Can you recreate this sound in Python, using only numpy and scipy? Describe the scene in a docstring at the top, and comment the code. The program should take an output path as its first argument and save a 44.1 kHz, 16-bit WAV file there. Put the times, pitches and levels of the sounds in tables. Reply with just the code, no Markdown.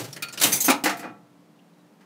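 """An old vending machine's steel pull knob is drawn out over its clicking ratchet and let go.
The rod slams home, and its springy linkage chatters until a catch drops shut. A small pack knocks
down the sheet-metal chute, lands in the steel tray and topples; a hand brushes its wrapper.
Each hit is a crack, a fading wash of noise and the ringing notes of the part that was struck.
It is all heard from close by, in a small room with a low hum."""
import sys
import numpy as np
from scipy import signal
from scipy.fft import rfft, irfft, next_fast_len
from scipy.io import wavfile
from scipy.ndimage import map_coordinates

SR = 44100
rng = np.random.default_rng(int(sys.argv[2]) if len(sys.argv) > 2 else 0)


def materialize(psi):
    """Save the field psi as 16-bit PCM at rate SR to the path in sys.argv[1].

    A 1-D psi becomes a single channel; in a 2-D psi each row is a channel.
    """
    bounded = np.clip(np.atleast_2d(psi).T, -1, 1)
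    quanta = np.round(bounded * 32767).astype(np.int16)
    wavfile.write(sys.argv[1], SR, quanta)


N = 90404
TIME = np.arange(N) / SR


def amp(db):
    return 10 ** (np.asarray(db) / 20)


def along(points, hz):
    """Read between (pitch, value) points on a log pitch scale."""
    pitches, values = np.transpose(points)
    return np.interp(np.log(hz + 1), np.log(pitches + 1), values)


def wobble(rate):
    """A smooth curve through `rate` random values a second."""
    return map_coordinates(rng.standard_normal(int(N * rate / SR) + 4), [TIME * rate])


def noise(spectrum, size, extra_db=lambda hz: 0):
    """Noise of strength 1, coloured by spectrum and extra_db(hz)."""
    hz = np.fft.rfftfreq(size, 1 / SR)
    phases = np.exp(2j * np.pi * rng.random(len(hz)))
    x = irfft(amp(along(spectrum, hz) + extra_db(hz)) * phases, size)
    return x / np.sqrt(np.mean(x ** 2) + 1e-20)


def fade(x, decay, hold_s=0):
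    """Hold, then let each pitch drop 60 dB over its own fade time."""
    hz, t, bands = signal.stft(x, SR, nperseg=128)
    fall_db = -60 * np.maximum(t - hold_s, 0) / along(decay, hz)[:, None]
    return signal.istft(bands * amp(fall_db), SR, nperseg=128)[1][:len(x)]


def hit_colour(hz, tilt_db, peak_hz, uneven_db):
    """Tilt makes a hit brighter or duller, and each spot struck favours other pitches (in dB)."""
    bumps = map_coordinates(rng.standard_normal(int(SR / 380)), [hz / 380])  # 380 Hz apart
    peak = sum(9.5 / (1 + (np.log2((hz + 1) / f) / 0.12) ** 2) for f in peak_hz)
    return tilt_db * np.log2(1 + hz / 500) + uneven_db * bumps * hz / (hz + 1500) + peak


def strikes(hits, notes, wash, decay, attack_s, hold_s, crack_db, crack_s, blur_hz, uneven_db=1.5):
    """Each hit cracks, leaves a wash (ringing so dense it is noise) and sounds the part's notes."""
    t, out = np.arange(SR) / SR, np.zeros(N + SR)
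    for start, db, tilt_db, ring_db, *peak_hz in hits:
        dense = noise(wash, SR, lambda hz: hit_colour(hz, tilt_db, peak_hz, uneven_db))
        crack = 1 + amp(crack_db) * np.exp(-t / crack_s)
        dense = fade(dense, decay, hold_s) * crack
        # a random drift blurs each note slightly
        steps = rng.standard_normal((len(notes), SR)) * np.sqrt(2 * np.pi * blur_hz / SR)
        ring = 0
        for (hz, level, fade_s), drift in zip(notes, np.cumsum(steps, axis=1)):
            loudness = amp(level + rng.normal() - 60 * t / fade_s)
            ring += loudness * np.sin(2 * np.pi * (hz * t + rng.random()) + drift)
        onset = 1 - np.exp(-t / attack_s)
        out[round(start * SR):][:SR] += amp(db) * (dense + amp(ring_db) * ring) * onset
    return out[:N]


# the hum's notes, the air's colour and the drone's colour (pitch [Hz], level [dB])
HUM_NOTES = [(172, -64.5), (222, -71), (295, -64.5)]
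AIR_COLOUR = [(35, -73.5), (60, -43.5), (175, -3.5), (298, -12), (559, -16), (953, -19.5), (1590, -27),
              (15500, -44)]
DRONE_COLOUR = [(70, -45.5), (115, 6.5), (185, 2.5), (260, -46.5)]
# loudness of the cabinet's drone (time [s], level [dB])
DRONE_LEVEL = [(0, -41), (.3, -57), (.55, -55), (1.1, -56), (1.7, -80)]


def background():
    """Soft air noise, a wavering hum and the cabinet's low drone, which dies away."""
    air = amp(-58.5) * noise(AIR_COLOUR, N)
    hum = 0
    for hz, db in HUM_NOTES:
        loudness = amp(db + 2.2 * wobble(13)) * np.sqrt(2)
        hum += loudness * np.sin(2 * np.pi * hz * TIME + 2.0 * wobble(9.1))
    drone = amp(np.interp(TIME, *np.transpose(DRONE_LEVEL))) * noise(DRONE_COLOUR, N)
    return air + hum + drone


# loudness of the rod's rubbing (time [s], level [dB])
SCRAPE_LEVEL = [(0, -31.5), (0.032, -40), (.1, -47.5), (0.202, -59), (.36, -61), (.42, -59), (0.501, -81)]
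# its colour (pitch [Hz], level [dB])
SCRAPE_COLOUR = [(150, -35.5), (250, -3), (302, -1), (1200, -14.5), (2570, -17), (6310, -18.5),
                 (15500, -26)]


def rod_scrape():
    """The rod rubs unevenly as it slides."""
    level_db = np.interp(TIME, *np.transpose(SCRAPE_LEVEL))
    return amp(level_db + 2.1 * wobble(120)) * noise(SCRAPE_COLOUR, N)


# clicks (time [s], level [dB], tilt [dB per octave], ringing [dB], boosted pitch [Hz])
RATCHET_HITS = [(.042, -41.5, -1.5, -17.5, 6300), (.127, -38.5, 2.5, -24.5, 5600),
                (.162, -37.5, -2.5, -15, 1890), (.2225, -28.5, 0.5, 7, 2435), (.284, -40.5, -2, 6.5, 4500),
                (.325, -39.5, 1, -2.5, 7200), (.335, -38.5, -2, -15, 8000), (.374, -33, -2, 0, 3090),
                (.384, -37.5, 1.5, -11, 4400), (.398, -30, 0.5, -11, 7000)]
# the ratchet's notes (pitch [Hz], level [dB], fade time [s])
RATCHET_NOTES = [(1301, -18.5, 0.18), (1402, -15, 0.28), (2340, -10.5, 0.089), (2460, -2.5, 0.072),
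                 (4457, -17, 0.25), (9040, -10.5, .07)]
# its wash (pitch [Hz], level [dB])
RATCHET_WASH = [(59, -47.5), (100, -15.5), (188, -1.5), (1040, -10.5), (1370, -8), (1760, -6), (2370, -5.5),
                (2690, -3.5), (4460, -2), (15500, -12)]
# how the wash dies (pitch [Hz], fade time [s])
RATCHET_FADE = [(200, 0.26), (1500, 0.1875), (5000, 0.078), (14000, 0.078)]


def ratchet():
    """The ratchet clicks from tooth to tooth as the knob is pulled."""
    return strikes(RATCHET_HITS, RATCHET_NOTES, RATCHET_WASH, RATCHET_FADE, attack_s=0.002,
                   hold_s=0.0054, crack_db=-4, crack_s=0.0032, blur_hz=10, uneven_db=4)


# the rod's hits (time [s], level [dB], tilt [dB per octave], ringing [dB])
ROD_HITS = [(.412, -22.5, 0.5, -8.5), (.4215, -24, 1, -8), (.4335, -16.5, 1, -2.5), (.4475, -29, -5.5, -4),
            (.465, -29, 3, -10)]
# its notes (pitch [Hz], level [dB], fade time [s])
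ROD_NOTES = [(170.8, -17.5, 0.44), (293, -6.5, .22), (2100, -15.5, .2), (2380, -15, 0.19),
             (3180, -13.5, .18), (3940, -9.5, .18), (5930, -10, .2), (6457, -10, 0.089), (6872, -11, .14)]
# its wash (pitch [Hz], level [dB])
ROD_WASH = [(53, -44.5), (90, -14), (288, -9.5), (600, -10.5), (1420, -12.5), (2140, -8.5), (4260, -10),
            (6690, -9), (15500, -16.5)]
# how the wash dies (pitch [Hz], fade time [s])
ROD_FADE = [(200, 0.48), (1500, 0.3), (5000, .18), (14000, 0.29)]


def rod_slam():
    """Once let go, the rod slams home in a quick run of hits."""
    return strikes(ROD_HITS, ROD_NOTES, ROD_WASH, ROD_FADE, attack_s=0.002,
                   hold_s=0.005, crack_db=1, crack_s=0.007, blur_hz=3.7, uneven_db=3)


def overtones(count):
    """The linkage's weak high notes, picked at random (pitch [Hz], level [dB], fade time [s])."""
    return [(hz, -22, 0.19) for hz in rng.uniform(6500, 15500, count)]


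# the linkage's hits (time [s], level [dB], tilt [dB per octave], ringing [dB])
LINK_HITS = [(.519, -24.5, -2.5, -3), (.526, -22, 0.5, 3.5), (.554, -25.5, 2.8, -2)]
# its notes (pitch [Hz], level [dB], fade time [s])
LINK_NOTES = [(6086, -5.5, 0.17), (6265, -6, .24), (7200, -17, 0.16), (9179, -8.5, 0.15),
              (11150, -14.5, 0.34), (11460, -17, .14), (13371, -21, .18)]
# its wash (pitch [Hz], level [dB])
LINK_WASH = [(65, -37), (110, -11.5), (291, -8), (499, -14.5), (909, -14.5), (1730, -20), (2170, -8),
             (2960, -14.5), (6360, -6), (15500, -6.5)]
# how the wash dies (pitch [Hz], fade time [s])
LINK_FADE = [(200, 0.42), (14000, 0.13)]


def linkage():
    """The springy levers joined to the rod chatter brightly."""
    return strikes(LINK_HITS, LINK_NOTES + overtones(36), LINK_WASH, LINK_FADE, attack_s=0.0011,
                   hold_s=0.015, crack_db=-17, crack_s=0.0021, blur_hz=3.84, uneven_db=4.5)


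# the catch's hits (time [s], level [dB], tilt [dB per octave], ringing [dB])
CATCH_HITS = [(.6035, -21, 2, -0.5), (.642, -20.5, -0.4, -10.5)]
# its notes (pitch [Hz], level [dB], fade time [s])
CATCH_NOTES = [(6420, -1, .16), (6800, -2, 0.12), (6810, -3, .14), (7405, -6.5, 0.096), (8150, -10.5, .15),
               (13050, -8, .18)]


def catch():
    """The catch drops shut and rings the linkage too."""
    return strikes(CATCH_HITS, CATCH_NOTES + overtones(24), LINK_WASH, LINK_FADE, attack_s=0.0017,
                   hold_s=0.019, crack_db=-14, crack_s=0.0023, blur_hz=5, uneven_db=4.5)


# knocks on the chute (time [s], level [dB], tilt [dB per octave], ringing [dB])
CHUTE_HITS = [(.681, -17.5, -0.34, -1), (.698, -16.5, 2, 1.5), (.738, -26.5, -5.5, -5.5),
              (.781, -41, -5.5, -29)]
# its notes (pitch [Hz], level [dB], fade time [s])
CHUTE_NOTES = [(242, -11, .19), (283, -1, .14), (538, -14, .22), (670, -11, .17), (834, -10, .17),
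               (915, -8, .14), (1010, -14, .2), (1180, -16, .17), (1280, -16, .19), (2250, -12, .16),
               (2520, -11, .15)]
# its wash (pitch [Hz], level [dB])
CHUTE_WASH = [(60, -50), (152, -33), (287, 2), (477, -18), (845, -8), (1080, -15), (1310, -9),
              (1670, -19.5), (2490, -12), (2720, -18.5), (4130, -22.5), (15500, -32)]
# how the wash dies (pitch [Hz], fade time [s])
CHUTE_FADE = [(200, 0.15), (1500, 0.15), (5000, 0.14), (14000, 0.071)]


def chute():
    """The falling pack thumps against sheet metal."""
    return strikes(CHUTE_HITS, CHUTE_NOTES, CHUTE_WASH, CHUTE_FADE, attack_s=0.0014,
                   hold_s=0.011, crack_db=-9, crack_s=0.0045, blur_hz=3.2)


# hits on the tray (time [s], level [dB], tilt [dB per octave], ringing [dB])
TRAY_HITS = [(.838, -23.5, 6, 7), (.8565, -20, -0.5, 1.5), (.893, -27, 1, 2.5), (.969, -42.5, 9, -16),
             (.993, -42, 5, 11.5), (1.029, -37.5, -6, -13), (1.04, -36.5, -7, 8.5), (1.075, -40.5, -9, -1)]
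# its notes (pitch [Hz], level [dB], fade time [s])
TRAY_NOTES = [(200, -21, .6), (277, -17, .42), (310, -11, .34), (469, -21, .6), (696, -19, .55),
              (758, -17, .36), (845, -21, .42), (1141, -20, .42), (1224, -20, .38), (1335, -19, .56),
              (1965, -19, .28), (2464, -18, .23)]
# its wash (pitch [Hz], level [dB])
TRAY_WASH = [(47, -53.5), (130, -30), (269, -7), (294, 1), (427, -16.5), (532, -4.5), (594, -16), (741, -4),
             (965, -7), (1330, -5.5), (2040, -4), (3460, -17), (4410, -15), (15500, -30.5)]
# how the wash dies (pitch [Hz], fade time [s])
TRAY_FADE = [(200, 0.27), (1500, 0.19), (5000, 0.19), (14000, 0.15)]


def tray():
    """The pack lands, slips and topples, ringing the steel tray."""
    return strikes(TRAY_HITS, TRAY_NOTES, TRAY_WASH, TRAY_FADE, attack_s=0.0011,
                   hold_s=0.0051, crack_db=-8.5, crack_s=0.0034, blur_hz=5.4)


# finger rubs (time [s], level [dB], pitch [Hz], length [s])
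SCUFFS = [(1.58, -65, 2850, 0.033), (1.73, -72, 4200, .016)]


def scuffs():
    """Fingertips rub the wrapper in faint swishes."""
    out = np.zeros(N + SR)
    for start, db, hz, length_s in SCUFFS:
        size = int(length_s * SR)
        swish = noise([(hz / 2, -30), (hz, 0), (hz * 2, -36)], size)
        out[round(start * SR):][:size] += amp(db) * np.hanning(size) * swish
    return out[:N]


# the hand's bumps (time [s], level [dB], tilt [dB per octave], ringing [dB])
HAND_HITS = [(1.778, -68.5, 3, -12), (2.005, -57, -0.5, -9)]


def hand_bumps():
    """The reaching hand softly bumps the tray."""
    return strikes(HAND_HITS, TRAY_NOTES, TRAY_WASH, TRAY_FADE, attack_s=0.0049,
                   hold_s=0.0051, crack_db=-19, crack_s=0.003, blur_hz=1.6)


def squeak(start_s=1.78, length_s=0.058, pitch_hz=3880, level_db=-72):
    """A fingertip sticks and slips on the wrapper in one thin, wavering note."""
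    size, out = int(length_s * SR), np.zeros(N)
    hz = pitch_hz * (1 + 0.01 * wobble(150)[:size])
    note = np.sin(2 * np.pi * np.cumsum(hz) / SR)
    out[round(start_s * SR):][:size] = amp(level_db) * np.hanning(size) * note
    return out


# how the room's echo dies (pitch [Hz], fade time [s])
ECHO_FADE = [(150, 0.69), (1200, 0.44), (4000, 0.27), (14000, 0.27)]


def room_echo(x):
    """The walls answer with a short, smooth echo."""
    tail = fade(rng.standard_normal(SR), ECHO_FADE)
    return signal.fftconvolve(x, tail / np.linalg.norm(tail))[:N]


def scene():
    """The machine in its room."""
    knob = rod_scrape() + ratchet() + rod_slam() + linkage() + catch()
    pack = chute() + tray()
    hand = scuffs() + hand_bumps() + squeak()
    direct = knob + pack + hand
    return (direct + amp(-16.5) * room_echo(direct) + background())[None]


def record(dry):
    """The microphone thins the deep bass and cuts off the highest treble."""
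    bass_hz, top_hz, edge_hz = 92, 15950, 400
    bass_cut = signal.butter(4, bass_hz, "highpass", fs=SR, output="sos")
    thin = signal.sosfilt(bass_cut, dry) + amp(-14.5) * dry
    size = next_fast_len(N + SR // 2)
    passed = np.clip((top_hz - np.fft.rfftfreq(size, 1 / SR)) / edge_hz, 0, 1)
    return irfft(rfft(thin, size) * passed ** 2, size)[:, :N]


dry = scene()
out = record(dry)
materialize(out)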